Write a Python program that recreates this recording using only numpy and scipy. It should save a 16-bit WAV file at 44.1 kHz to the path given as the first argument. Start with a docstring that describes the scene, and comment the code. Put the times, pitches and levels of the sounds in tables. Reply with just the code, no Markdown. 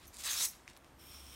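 """In a yard, a coconut leaflet is stripped from its rib with a small knife.
The blade bites, then one fast pull tears a dense run of fibres; the rib squeaks, the steel rings on.
The strip drops with a knock, ticks and a rustle; the next leaf slides through the hand with a thin hiss.
Nearby walls scatter the handwork; a faint hum and distant noise lie underneath."""
import sys
import numpy as np
from scipy import signal
from scipy.fft import rfft, irfft
from scipy.io import wavfile
from scipy.ndimage import uniform_filter1d, map_coordinates

SR = 44100
rng = np.random.default_rng(int(sys.argv[2]) if len(sys.argv) > 2 else 0)


def to_wav(sig):
    """Store sig (one row per channel, or 1-D mono) as 16-bit WAV at the path in sys.argv[1].

    Samples outside -1..1 are clipped; the rate is SR.
    """
    pcm = np.clip(np.atleast_2d(sig), -1, 1) * 32767
    pcm = np.round(pcm).astype(np.int16)
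    wavfile.write(sys.argv[1], SR, pcm.T)  # frames by channels


N = 59535
T = np.arange(N) / SR

# rasp band envelopes: (time [s], low [dB], middle [dB], treble [dB], top [dB])
RASP_LEVELS = [(0, -71.5, -71, -75.5, -72.5), (.054, -64, -66, -65.5, -72), (.068, -82.5, -81, -71, -80),
               (.124, -93, -80, -74, -72), (.136, -64.5, -66, -60, -68), (.18, -69.5, -67, -58, -65),
               (0.197, -58, -57, -48.5, -53), (0.231, -60.5, -57.5, -56, -59), (.252, -49, -50, -39.5, -47),
               (0.273, -44.5, -45.5, -41.5, -44.5), (.286, -47, -44, -47, -48.5),
               (0.299, -50, -40.5, -41, -42), (0.331, -48.5, -48.5, -41, -43), (.352, -49, -45.5, -44, -45),
               (.392, -51, -42.5, -41.5, -42.5), (.428, -48.5, -47.5, -36, -40),
               (.457, -49.5, -45.5, -35.5, -35.5), (.47, -59, -62, -48.5, -50),
               (.51, -70.5, -72, -63, -56.5), (.538, -66, -64.5, -68, -69), (.58, -77, -79, -70.5, -77),
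               (.66, -94, -94, -80.5, -86)]
# rasp crossovers: (frequency [Hz])
CROSSOVERS_HZ = [2900, 5000, 9500]
# tearing spectrum: (frequency [Hz], gain [dB])
RASP_SPECTRUM = [(100, -32), (300, -24.5), (500, -13.5), (830, -13), (1040, -4), (1250, -3), (1500, -7),
                 (2000, -2.5), (2900, -3), (3900, 3), (4600, 1), (5600, -1), (9900, 0), (10300, -7.5),
                 (10800, 0), (13000, -3), (16000, -5)]

def rasp(judder_db=0.97, judder_hz=270):
    """The blade judders along the rib, tearing fibres in clumps."""
    fibres = snaps(per_s=8000, spread_db=3, friction_db=-2.5)
    judder = from_db(judder_db * drift(judder_hz))
    tear = leaf_flex(coloured(fibres * judder, RASP_SPECTRUM))
    lowpasses = [signal.butter(6, hz, fs=SR, output="sos") for hz in CROSSOVERS_HZ]
    below = [signal.sosfiltfilt(sos, tear) for sos in lowpasses]
    bands = np.diff([0 * tear, *below, tear], axis=0)
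    return sum(gain * evened(band) for gain, band in zip(envelopes(RASP_LEVELS), bands))


def snaps(per_s, spread_db, friction_db):
    """Fibres break at random with uneven strength, over smooth friction; rms 1."""
    sizes = from_db(spread_db * np.minimum(rng.exponential(1, N), 4)) * rng.choice([-1, 1], N)
    breaks = unit_rms(sizes * (rng.random(N) < per_s / SR))
    return unit_rms(breaks + from_db(friction_db) * rng.standard_normal(N))


def leaf_flex(x, depth=0.32, rate_hz=12):
    """Narrow resonances of the bending leaf swell and sink independently."""
    modes_hz = np.geomspace(1300, 15000, 24)
    return x + depth * sum(drift(rate_hz) * resonance(x, hz, hz / 20) for hz in modes_hz)


# rib squeaks: (start [s], length [s], frequency [Hz], level [dB])
SQUEAKS = [(0.254, 0.069, 1750, -52.5), (0.243, 0.06, 3950, -48.5), (.293, 0.058, 6430, -42),
           (.398, 0.032, 3780, -41), (.36, 0.06, 5400, -46), (.395, 0.046, 6000, -42),
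           (0.422, 0.027, 6460, -39.5), (0.396, 0.051, 590, -62)]

def rib_squeaks(ramp_s=0.006):
    """Blade friction briefly excites narrow resonances of the rib."""
    out = 0
    for start_s, length_s, hz, db in SQUEAKS:
        gate = np.clip(np.minimum(T - start_s, start_s + length_s - T) / ramp_s, 0, 1)
        out += from_db(db) * gate * rough_tone(hz, width_hz=220)
    return out


# knife modes: (frequency [Hz], gain [dB], t60 [s])
BLADE_MODES = [(5320, -3, 0.23), (5700, -3, 0.24), (6370, -1, 0.22), (6600, -3, .14), (7980, -2, 0.096),
               (9160, -8, 0.13), (10810, -5, .07), (11530, -5.5, 0.24), (12210, -7, .17)]

def blade_ring(slip_s=0.464, build_db_per_s=110, level_db=-50):
    """Tearing drives the steel until it slips off the tip; hand-damped, the modes die fast."""
    build = from_db(level_db - build_db_per_s * np.maximum(slip_s - T, 0))
    free_s = np.maximum(T - slip_s, 0)
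    return build * sum(from_db(db - 60 * free_s / t60_s) * rough_tone(hz, width_hz=120)
                       for hz, db, t60_s in BLADE_MODES)


# touches on the knife: (time [s], gain [dB])
CLINKS = [(.0695, -56), (.078, -50), (.484, -43)]
# touched steel: (frequency [Hz], gain [dB], t60 [s])
CLINK_MODES = [(6020, -8, .05), (6400, -6, 0.078), (11600, -9, .08), (12250, -2.5, .045), (12940, -7, .05)]

def knife_clinks(grit_db=1, grit_decay_s=0.0054):
    """Light, gritty touches ring the knife before and after the pull."""
    grit = from_db(grit_db) * resonance(rng.standard_normal(N), hz=12500, width_hz=7500)
    return sum(from_db(db) * (strike(start_s, CLINK_MODES) + grit * decay(start_s, grit_decay_s))
               for start_s, db in CLINKS)


# leaf cracks: (time [s], peak [dB], frequency [Hz], width [Hz], decay [s])
TICKS = [(0.0555, -49, 6470, 6000, 0.0017), (.1435, -41.5, 8500, 2500, 0.0007),
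         (.169, -36, 7400, 3000, 0.00076), (0.2379, -32, 7040, 4500, 0.0016),
         (0.4104, -25.5, 4450, 5000, 0.00089), (0.6779, -42.5, 5970, 1500, 0.00068),
         (0.698, -47, 4500, 4000, 0.0025), (0.733, -48.5, 4500, 2480, .002),
         (.765, -47, 4500, 4000, 0.0027), (0.7737, -39.5, 6000, 14900, 0.00042),
         (0.8457, -45, 3420, 4500, 0.00056)]

def leaf_ticks():
    """Each crack of the stiff leaf is a short burst in a broad resonance."""
    out = 0
    for start_s, peak_db, hz, width_hz, decay_s in TICKS:
        crack = (1 + rng.standard_normal(N)) * decay(start_s, decay_s)
        tick = resonance(crack, hz, width_hz)
        out += from_db(peak_db) * tick / np.abs(tick).max()
    return out


# rib modes: (frequency [Hz], gain [dB], t60 [s])
LANDING_S, RIB_MODES = .6782, [(2150, -41, 0.008), (2440, -38, 0.0068), (3650, -51, 0.012)]

def rib_knock():
    """The rib lands and rings briefly."""
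    return resonance(strike(LANDING_S, RIB_MODES), hz=2390, width_hz=3600)


# rustle envelope: (time [s], level [dB])
RUSTLE_LEVELS = [(.676, -71), (.688, -58), (.709, -59), (.72, -70.5), (.77, -67), (.8, -83), (.86, -70),
                 (.95, -78)]
# rustle spectrum: (frequency [Hz], gain [dB])
RUSTLE_SPECTRUM = [(300, -13.5), (1200, 2.5), (2200, 5.5), (6500, -2.5), (9000, -1), (11000, -16),
                   (16000, -28)]

def strip_rustle():
    """The loose strip crackles as it falls."""
    crackle = snaps(per_s=1500, spread_db=6, friction_db=5)
    return envelopes(RUSTLE_LEVELS)[0] * coloured(crackle, RUSTLE_SPECTRUM)


# hiss envelope: (time [s], level [dB])
SLIDE_LEVELS = [(.975, -85), (.995, -60.5), (1.01, -60.5), (1.11, -56.5), (1.15, -54), (1.205, -56),
                (1.23, -57), (1.35, -54)]
# hiss spectrum: (frequency [Hz], gain [dB])
SLIDE_SPECTRUM = [(400, -23), (800, -19), (1150, -10.5), (1800, -18.5), (2400, -8.5), (2780, -12),
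                  (3250, -5), (3900, -12.5), (4600, -16.5), (5150, -11.5), (5420, 0.5), (6000, -14.5),
                  (7900, -17.5), (8380, -4), (8700, -15.5), (10000, -10.5), (10500, -19), (14000, -14.5),
                  (14500, -16)]

def leaf_slide(hiss_rise=.014, whistle_rise=.021, whistle_db=-61):
    """The next leaf rubs through the hand; its hiss and soft whistle rise in pitch with the pull."""
    hiss = coloured(snaps(per_s=7300, spread_db=7.5, friction_db=4), SLIDE_SPECTRUM)
    pull = swell(peak_s=1.175, half_width_s=0.0593)
    waver = .008 * drift(rate_hz=19.96)
    hiss = glide(hiss, hiss_rise * pull + waver)
    whistle = glide(rough_tone(hz=5360, width_hz=260), whistle_rise * pull + waver)
    return envelopes(SLIDE_LEVELS)[0] * hiss + from_db(whistle_db) * pull * whistle


def slide_sheen(peak_s=1.08, fall_per_s=0.35, level_db=-63.5):
    """Bright friction, sinking in pitch, as the leaf starts to slide."""
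    bright = sum(resonance(rng.standard_normal(N), hz, width_hz=350) for hz in (11740, 13100))
    sinking = unit_rms(glide(bright, -fall_per_s * (T - peak_s)))
    return from_db(level_db) * swell(peak_s, half_width_s=0.074) * sinking


def wall_scatter(x, gain_db=-13, t60_s=0.23, delay_s=.003):
    """Short, weak reflections from the ground and nearby walls."""
    tail = rng.standard_normal(N) * from_db(-60 * T / t60_s) * (T > delay_s)
    return from_db(gain_db) * signal.fftconvolve(x, tail / np.linalg.norm(tail))[:N]


# hum envelope: (time [s], level [dB])
HUM_LEVELS = [(0, -69), (.09, -57.5), (.135, -78), (.2, -64.5), (.6, -74.5), (.8, -74.5), (.96, -67),
              (1.03, -60), (1.35, -62)]

def hum(pitch_hz=69.6, waver_hz=2.17, flutter_db=2, rumble_db=-8):
    """A low, wavering tone over a soft rumble."""
    phase = 2 * np.pi * np.cumsum(pitch_hz + waver_hz * drift(rate_hz=7.9)) / SR
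    tone = np.sqrt(2) * np.sin(phase) * from_db(flutter_db * drift(rate_hz=6.9))
    rumble = from_db(rumble_db) * unit_rms(narrow_noise(hz=105, width_hz=95))
    return envelopes(HUM_LEVELS)[0] * (tone + rumble)


# background spectrum: (frequency [Hz], gain [dB])
YARD_SPECTRUM = [(20, -19), (45, 2), (70, -3), (170, -6.5), (330, -5), (420, -11), (700, -10),
                 (1100, -11.5), (1650, -16), (7700, -35), (13600, -31.5), (16000, -43)]

def yard(level_db=-62):
    """Steady distant noise."""
    return from_db(level_db) * coloured(rng.standard_normal(N), YARD_SPECTRUM)


def from_db(db):
    """Decibels to gain."""
    return 10 ** (np.asarray(db) / 20)


def unit_rms(x):
    """Scale to rms 1."""
    return x / np.sqrt(np.mean(x ** 2) + 1e-20)


def evened(x, window_s=0.023):
    """Hold short-term rms at 1, keeping the fine grain."""
    power = np.abs(uniform_filter1d(x ** 2, int(window_s * SR)))
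    return x / np.sqrt(power + 1e-12)


def envelopes(rows):
    """One gain curve per dB column."""
    times_s, *columns_db = np.transpose(rows)
    return [from_db(np.interp(T, times_s, db)) for db in columns_db]


def swell(peak_s, half_width_s):
    """Gaussian envelope, height 1."""
    return np.exp(-((T - peak_s) / half_width_s) ** 2)


def decay(start_s, decay_s):
    """Step to 1, then exponential fall."""
    return (T >= start_s) * np.exp(-np.minimum(np.abs(T - start_s) / decay_s, 20))


def drift(rate_hz):
    """Smooth random wander, rms 1."""
    pole = np.exp(-2 * np.pi * rate_hz / SR)
    return unit_rms(signal.lfilter([1], [1, -2 * pole, pole * pole], rng.standard_normal(2 * N))[N:])


def coloured(x, spectrum):
    """Minimum-phase filter with the given spectrum; output rms 1."""
    hz, db = np.transpose(spectrum)
    grid_hz = np.maximum(np.fft.rfftfreq(2 * N, 1 / SR), 1)
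    gain = from_db(np.interp(np.log(grid_hz), np.log(hz), db))
    cepstrum = irfft(np.log(gain))
    response = np.exp(rfft(2 * cepstrum[:N], 2 * N))
    return unit_rms(irfft(rfft(x, 2 * N) * response)[:N])


def resonance(x, hz, width_hz):
    """One resonant peak."""
    return signal.lfilter(*signal.iirpeak(hz, hz / width_hz, fs=SR), x + 1e-18)


def narrow_noise(hz, width_hz):
    """Noise twice through one resonance."""
    return resonance(resonance(rng.standard_normal(N), hz, width_hz), hz, width_hz)


def rough_tone(hz, width_hz):
    """Narrow noise at a steady level."""
    return evened(narrow_noise(hz, width_hz))


def strike(start_s, modes):
    """An impulse rings each mode as a damped sine."""
    age_s = np.maximum(T - int(start_s * SR) / SR, 0)
    return sum(from_db(db - 60 * age_s / t60_s) * np.sin(2 * np.pi * hz * age_s)
               for hz, db, t60_s in modes)


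def glide(x, shift):
    """Resample to scale pitch by 1 + shift."""
    return map_coordinates(x, [np.cumsum(1 + shift)], order=5, mode="mirror")


def scene():
    """Handwork, reflections and background; mono."""
    work = rasp() + rib_squeaks() + blade_ring() + knife_clinks() + leaf_ticks()
    work += rib_knock() + strip_rustle() + leaf_slide() + slide_sheen()
    return (work + wall_scatter(work) + hum() + yard())[None]


def record(dry):
    """Steep low-pass."""
    cutoff_hz = 15800
    return signal.sosfilt(signal.ellip(12, .1, 80, cutoff_hz, fs=SR, output="sos"), dry)


dry = scene()
out = record(dry)
to_wav(out)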